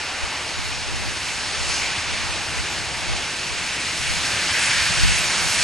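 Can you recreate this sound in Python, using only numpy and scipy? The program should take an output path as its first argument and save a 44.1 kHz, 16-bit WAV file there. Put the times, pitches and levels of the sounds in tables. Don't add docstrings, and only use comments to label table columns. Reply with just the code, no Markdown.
import sys
import numpy as np
from scipy import signal
from scipy.fft import rfft, irfft, next_fast_len
from scipy.io import wavfile
from scipy.ndimage import uniform_filter1d

SR = 44100
rng = np.random.default_rng(int(sys.argv[2]) if len(sys.argv) > 2 else 0)


def store_wav(level_fs):
    pcm = np.round(np.clip(np.atleast_2d(level_fs), -1, 1) * 32767)
    wavfile.write(sys.argv[1], SR, pcm.T.astype(np.int16))


def natural_amplitude(level_db):
    exponent = np.asarray(level_db, float) / 20
    return 10 ** exponent


N = 248283
TIME_S = np.arange(N) / SR
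PAD = next_fast_len(N + 4096)
HZ = np.maximum(np.arange(PAD // 2 + 1) * SR / PAD, 1)
SOLID_TOP_HZ = 11020

# time_s, flow_db (level of the roar), aim_db (treble share as it swings towards the ports)
JET = [(0, -28.5, -8.5), (.45, -29, -7.5), (.95, -29, -8), (1.25, -28, -7), (1.44, -28.5, -7),
       (1.6, -28.5, -6.5), (1.74, -25.5, -8.5), (2.02, -26.5, -8), (2.8, -28, -7.5), (3.5, -27.5, -7.5),
       (4.0, -26.5, -6.5), (4.25, -23.5, -7), (4.45, -23, -7.5), (4.64, -21, -7.5), (5.0, -22, -6.5),
       (5.3, -22.5, -6.5), (5.43, -22.5, -6), (5.63, -21, -6)]


def in_time(rows):
    s, *columns = np.transpose(rows)
    return [np.interp(TIME_S, s, column) for column in columns]


def at_hz(points, hz):
    point_hz, value = np.transpose(points)
    return np.interp(np.log(hz), np.log(point_hz), value)


def drift(rate):
    r = np.exp(-128 * np.pi * rate / SR)
    slow = signal.lfilter([1], [1, -2 * r, r * r], rng.standard_normal(N // 64 + 2002))[2000:]
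    return np.interp(np.arange(N) / 64, np.arange(len(slow)), slow / slow.std())


def coloured(spectrum):
    noise = rfft(rng.standard_normal(PAD)) * natural_amplitude(at_hz(spectrum, HZ))
    return noise / np.std(irfft(noise, PAD))


def evened(x, size):
    power = np.mean(np.atleast_2d(x) ** 2, axis=0)
    return x / np.sqrt(uniform_filter1d(power, size=size) + 0.26)


def from_engine(spectrum):
    # pitch_hz, left_minus_right_db
    lean_curve = [(60, 6), (200, 2.5), (450, 4.5), (800, 1.1), (1500, 0.5), (2500, 0.1), (4000, -1),
                  (6000, -2)]
    # pitch_hz, scattered_share_db
    diffuse_curve = [(40, -11), (150, -11), (400, -10), (900, -13.5), (1800, -17.5), (2400, -14.5),
                     (3500, -12.5), (6000, -10)]
    lag_curve = [(600, 10), (1900, 5), (2400, 10), (3500, 12), (4500, 18), (6200, 23)]
    lean = natural_amplitude(at_hz(lean_curve, HZ) / 2)
    lag_s = at_hz(lag_curve, HZ) / 1.3e6
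    direct = coloured(spectrum) * [lean, np.exp(-2j * np.pi * HZ * lag_s) / lean]
    scattered = coloured(spectrum) * natural_amplitude(at_hz(diffuse_curve, HZ))
    return direct + scattered * [[1], [-1]]


def in_bands(stereo, centres_hz, level_db, patchy_db, patch_rate, shared_db, shared_rate):
    out = 0
    together_db = shared_db * drift(shared_rate)
    for k, hz in enumerate(centres_hz):
        window = np.interp(np.log(HZ), np.log(centres_hz), np.arange(len(centres_hz)) == k)
        gain = natural_amplitude(level_db(hz) + together_db + patchy_db * drift(patch_rate))
        out = out + gain * irfft(stereo * window, PAD)[:, :N]
    return out


def puffs(events, spectrum, rise_s, fall_s):
    shape = 0
    for peak_s, db in events:
        age = TIME_S - peak_s
        shape = shape + natural_amplitude(db) * np.exp(-np.where(age < 0, -age / rise_s, age / fall_s))
    return shape * evened(irfft(from_engine(spectrum), PAD)[:, :N], size=600)


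def steam():
    # pitch_hz, density_db (per Hz)
    jet_colour = [(650, -30.5), (1100, -12), (1300, -6.5), (1520, -2), (2000, -1.5), (2400, 0.5),
                  (2800, -0.5), (3120, -3.5), (3700, -5), (4300, -3.5), (7000, -8.5), (9600, -14),
                  (10900, -20), (12600, -27)]
    # centre_s, gain_db, half_length_s, pitch_hz
    beats = [(.11, 3.5, 0.1, 1400), (0.322, 3, 0.11, 2000), (1.3, 3, 0.032, 2400), (1.44, 3.5, .07, 1490),
             (1.494, 3, 0.12, 4000), (1.88, 2.5, 0.092, 2480), (2.1, 0.5, 0.055, 2000),
             (2.5, 2, 0.12, 1400), (2.76, 1, .06, 1400), (3.18, 1, 0.13, 2400), (3.772, 2.5, 0.12, 2320),
             (4.067, 3, .07, 2240), (4.38, 1, 0.13, 5000), (4.423, 3.5, .07, 1360), (4.556, 3, 0.038, 1900),
             (4.69, 3, 0.14, 1800), (5.175, 3, .05, 2240), (5.32, 2.5, 0.072, 1400),
             (5.597, 0.5, 0.077, 2600), (.77, 2.5, .07, 5500), (3.36, 2, .08, 5500), (3.922, 1, .07, 2880),
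             (4.3, -0.5, 0.079, 3000), (4.64, 5.5, 0.055, 8800), (5.2, 1, 0.089, 9600),
             (1.72, 4.5, .08, 9500), (1.62, 1.5, 0.085, 3750), (5.554, 1, 0.052, 7000),
             (2.95, 0.5, 0.072, 3200)]
    beat_half_octaves = 0.42
    flow_db, aim_db = in_time(JET)
    aim_db = aim_db - aim_db.mean()
    low_db = 0.041 * (flow_db - flow_db.mean())
    swells = np.array([db * np.exp(-((TIME_S - s) / half_s) ** 2) for s, db, half_s, _ in beats])
    beat_hz = np.array(beats)[:, 3]

    def level_db(hz):
        octaves = np.log2(hz / 2400)
        low_share = np.interp(octaves, [-.6, -.2], [1, 0])
        sizzle_share = np.interp(octaves, [0.2, .8, 1.8], [0, 1, 0])
        top_share = np.interp(octaves, [.9, 1.8], [0, 1])
        beats_db = np.exp(-(np.log2(hz / beat_hz) / beat_half_octaves) ** 2) @ swells
        bright_db = (0.65 * sizzle_share + 2.7 * top_share) * aim_db
        return flow_db + 0.32 + beats_db + low_share * low_db + bright_db

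    centres_hz = np.geomspace(1100, 11000, num=11)
    return in_bands(from_engine(jet_colour), centres_hz, level_db,
                    patchy_db=.65, patch_rate=12.0, shared_db=.4, shared_rate=16.0)


def exhaust():
    # time_s, draught_db
    draught = [(0, -35.5), (.35, -34.5), (.8, -37.5), (1.1, -37.5), (1.5, -35.5), (2.0, -35), (2.5, -35.5),
               (2.95, -35.5), (3.5, -38), (4.0, -37.5), (4.25, -36), (4.6, -33.5), (5.2, -34), (5.4, -31.5),
               (5.63, -33.5)]
    # pitch_hz, density_db (per Hz)
    chimney_colour = [(140, -49), (230, -6), (307, -5), (423, -7), (892, -1), (1300, -5), (1690, -17.5),
                      (2860, -120)]
    draught_db, = in_time(draught)
    bridge_db = 2.5 * np.exp(-((TIME_S - 3.24) / 2.05) ** 2)
    hollow_db = bridge_db - 1.0 - 0.42 * (draught_db - draught_db.mean())
    return in_bands(from_engine(chimney_colour), [240, 440, 750, 1050],
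                    lambda hz: draught_db + (hz < 500) * hollow_db,
                    patchy_db=.9, patch_rate=4.0, shared_db=.2, shared_rate=8.0)


def rolling():
    # time_s, level_db
    wheel_load = [(0, -49), (0.6, -46), (1.0, -45.5), (1.6, -45.5), (2.5, -44), (3.1, -45), (3.5, -48.5),
                  (4.25, -43.5), (4.7, -46), (5.2, -46), (5.63, -45.5)]
    # pitch_hz, density_db (per Hz)
    rumble_colour = [(18, -37), (30, -13.5), (81, -4.5), (172, 1.5), (230, -8.5), (300, -33), (510, -120)]
    load_db, = in_time(wheel_load)
    upper_db = -3.2 + 1.5 * TIME_S - 0.47 * (load_db - load_db.mean())
    rumble = from_engine(rumble_colour)
    crossover = np.interp(np.log(HZ), np.log([90, 130]), [0, 1])
    deep = irfft(rumble * (1 - crossover), PAD)[:, :N]
    upper = irfft(rumble * crossover, PAD)[:, :N]
    deep = natural_amplitude(load_db + 2.5) * evened(deep / deep.std(), size=8000)
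    return deep + natural_amplitude(load_db + upper_db) * evened(upper / upper.std(), size=8000)


def wind():
    # peak_s, peak_db, rise_s and fall_s (each over 20 dB), flutter_db (above the buffet)
    gusts = [(0.24, -24, .045, 0.029, -14), (0.58, -32, .07, .3, -2), (0.66, -36, .1, 0.3, -9),
             (0.93, -27, 0.11, .15, -4), (1.09, -32, 0.18, 0.082, 3), (1.3, -41, .09, .45, -5),
             (1.61, -26, .04, .08, -13), (1.7, -29, 0.11, 0.064, -12), (1.86, -38, .25, .11, -7),
             (2.11, -30, .05, 0.17, -11), (2.3, -32, 0.22, .2, -9), (2.6, -24, 0.074, .045, -8),
             (2.82, -40, .3, 0.18, -10), (3.12, -21, 0.064, .08, -5), (3.06, -39, .3, .1, -2),
             (3.52, -28, .04, .11, -17), (3.99, -33, .03, .07, -20), (4.11, -22, .08, .14, -12),
             (4.76, -29, .08, .15, -17), (4.94, -32, .14, .15, -17), (5.05, -14, 0.094, 0.13, -3),
             (5.14, -28, .12, .13, -15), (5.46, -30, 0.17, .09, -9), (5.63, -29, 0.083, .1, -3)]
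    # pitch_hz, density_db (per Hz)
    buffet_colour = [(10, -14), (25, 10), (50, 25), (90, 6), (150, -34)]
    # pitch_hz, density_db (per Hz)
    flutter_colour = [(70, -10), (110, 4), (170, -7), (240, -14), (330, -28), (500, -41)]
    deep = upper = natural_amplitude(-55)
    for peak_s, db, rise_s, fall_s, flutter_db in gusts:
        age = TIME_S - peak_s
        gust = natural_amplitude(db - 20 * np.where(age < 0, -age / rise_s, age / fall_s))
        deep = deep + gust
        upper = upper + natural_amplitude(flutter_db) * gust
    buffet = evened(irfft(coloured(buffet_colour), PAD)[:N], size=2600)
    flutter = evened(irfft(coloured(flutter_colour), PAD)[:N], size=2600)
    return (deep * buffet + upper * flutter) * natural_amplitude([[.2], [-.2]]) * [[1], [-1]]


def bird():
    # time_s, pitch_hz, level_db
    chirp = [
        (0.52, 6400, -75),
        (0.53, 6250, -43),
        (0.555, 6650, -39),
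        (0.572, 7150, -41),
        (0.59, 6700, -36),
        (0.602, 6550, -75),
    ]
    hz, level_db = in_time(chirp)
    return natural_amplitude(level_db) * (level_db > -74) * np.sin(2 * np.pi * np.cumsum(hz) / SR)


def rail_joints():
    # start_s, peak_db, pitch_hz
    thumps = [(.84, -46, 106), (1.975, -34, 90), (2.591, -33, 70), (2.869, -35, 70), (4.05, -37, 139),
              (4.33, -30, 91), (4.51, -36, 80), (4.685, -30, 125), (4.81, -30.5, 75), (4.895, -29, 105),
              (4.895, -30, 180), (4.968, -28, 130), (5.07, -31, 121), (5.201, -34, 164), (5.37, -33, 202),
              (5.499, -33, 110)]
    swell_s = 0.0078
    out = 0
    for start_s, db, hz in thumps:
        age = np.maximum(TIME_S - start_s, 0)
        push = age / swell_s * np.exp(1 - age / swell_s)
        out = out + natural_amplitude(db) * push * np.sin(2 * np.pi * hz * age)
    return out * natural_amplitude([[1.0], [-1.0]])


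def spits():
    # peak_s, level_db
    flares = [
        (1.75, -25),
    ]
    # pitch_hz, density_db (per Hz)
    flare_colour = [(3000, -23), (4600, -0.5), (7000, -3), (10500, -17), (11500, -32)]
    # peak_s, level_db
    water_spits = [
        (4.595, -31),
        (4.63, -25),
        (4.66, -27),
        (4.692, -33),
        (5.185, -29),
        (5.55, -29),
    ]
    # pitch_hz, density_db (per Hz)
    spit_colour = [(5500, -29), (7200, -8), (9800, 10), (11200, -23)]
    flare = puffs(flares, flare_colour, rise_s=0.12, fall_s=0.11)
    return flare + puffs(water_spits, spit_colour, rise_s=.004, fall_s=.012)


def scene():
    swing_db = -.5 * np.maximum(TIME_S - 4.4, 0)
    jet = (steam() + spits()) * natural_amplitude(swing_db / 2 * [[1], [-1]])
    return jet + exhaust() + rolling() + rail_joints() + wind() + bird()


def joined_treble(x, flip_share, drop_db):
    # start_s, end_s
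    top_flipped = [(1.42, 1.58), (1.9, 2.0), (2.1, 2.2), (3.1, 3.17), (3.78, 3.86), (4.46, 4.52),
                   (4.62, 4.73), (4.88, 5.0), (5.1, 5.17), (5.3, 5.4), (5.55, 5.63)]
    wide_moments = [
        0.84,
    ]
    stereo_top_hz = 6350
    hz, s, (left, right) = signal.stft(x, SR, window="cosine", nperseg=2048)
    mid_power = uniform_filter1d(abs(left + right) ** 2, size=6, axis=0)
    side_power = uniform_filter1d(abs(left - right) ** 2, size=6, axis=0)
    faint = side_power < mid_power * natural_amplitude(2 * drop_db)
    middle = (left + right) / 2
    left, right = np.where(faint, middle, left), np.where(faint, middle, right)
    band = ((hz - SOLID_TOP_HZ) // 690).astype(int) + 7
    chance = flip_share * (1 + np.arange(24)[:, None] ** 2 / 5) * (.6 + s / 6)
    sign = np.where(rng.random((24, len(s))) < chance, -1, 1)
    sign[7:] = np.where(np.any([(s > a) & (s < b) for a, b in top_flipped], axis=0), -1, 1)
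    sign = sign[np.maximum(band, 0)]
    wide = np.isin(np.arange(len(s)), [np.argmin(abs(s - t)) for t in wide_moments])
    right = np.where((hz[:, None] < stereo_top_hz) | wide, right, sign * left)
    return signal.istft(np.array([left, right]), SR, window="cosine", nperseg=2048)[1][:, :N]


def ragged_top(x, spread_hz):
    hz, s, frames = signal.stft(x, SR, window="cosine", nperseg=4096)
    jet_s, flow_db, _ = np.transpose(JET)
    climb_hz = 90 * np.clip(np.interp(s, jet_s, flow_db) + 25, 0, 3)
    strips = rng.standard_normal((len(hz) // 8 + 1, len(s) // 2 + 1))
    strips = strips.repeat(8, axis=0).repeat(2, axis=1)[:len(hz), :len(s)]
    edge_hz = 11340 + climb_hz + (spread_hz + climb_hz) * strips
    kept = (hz[:, None] < SOLID_TOP_HZ) | (hz[:, None] < edge_hz)
    return signal.istft(frames * kept, SR, window="cosine", nperseg=4096)[1][:, :N]


def low_pass(x):
    return signal.sosfilt(signal.butter(12, 12520, fs=SR, output="sos"), x)


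def record(dry):
    joined = joined_treble(dry, flip_share=.01, drop_db=-20)
    mix = ragged_top(joined, spread_hz=240) + .0012
    return low_pass(mix)


dry = scene()
out = record(dry)
store_wav(out)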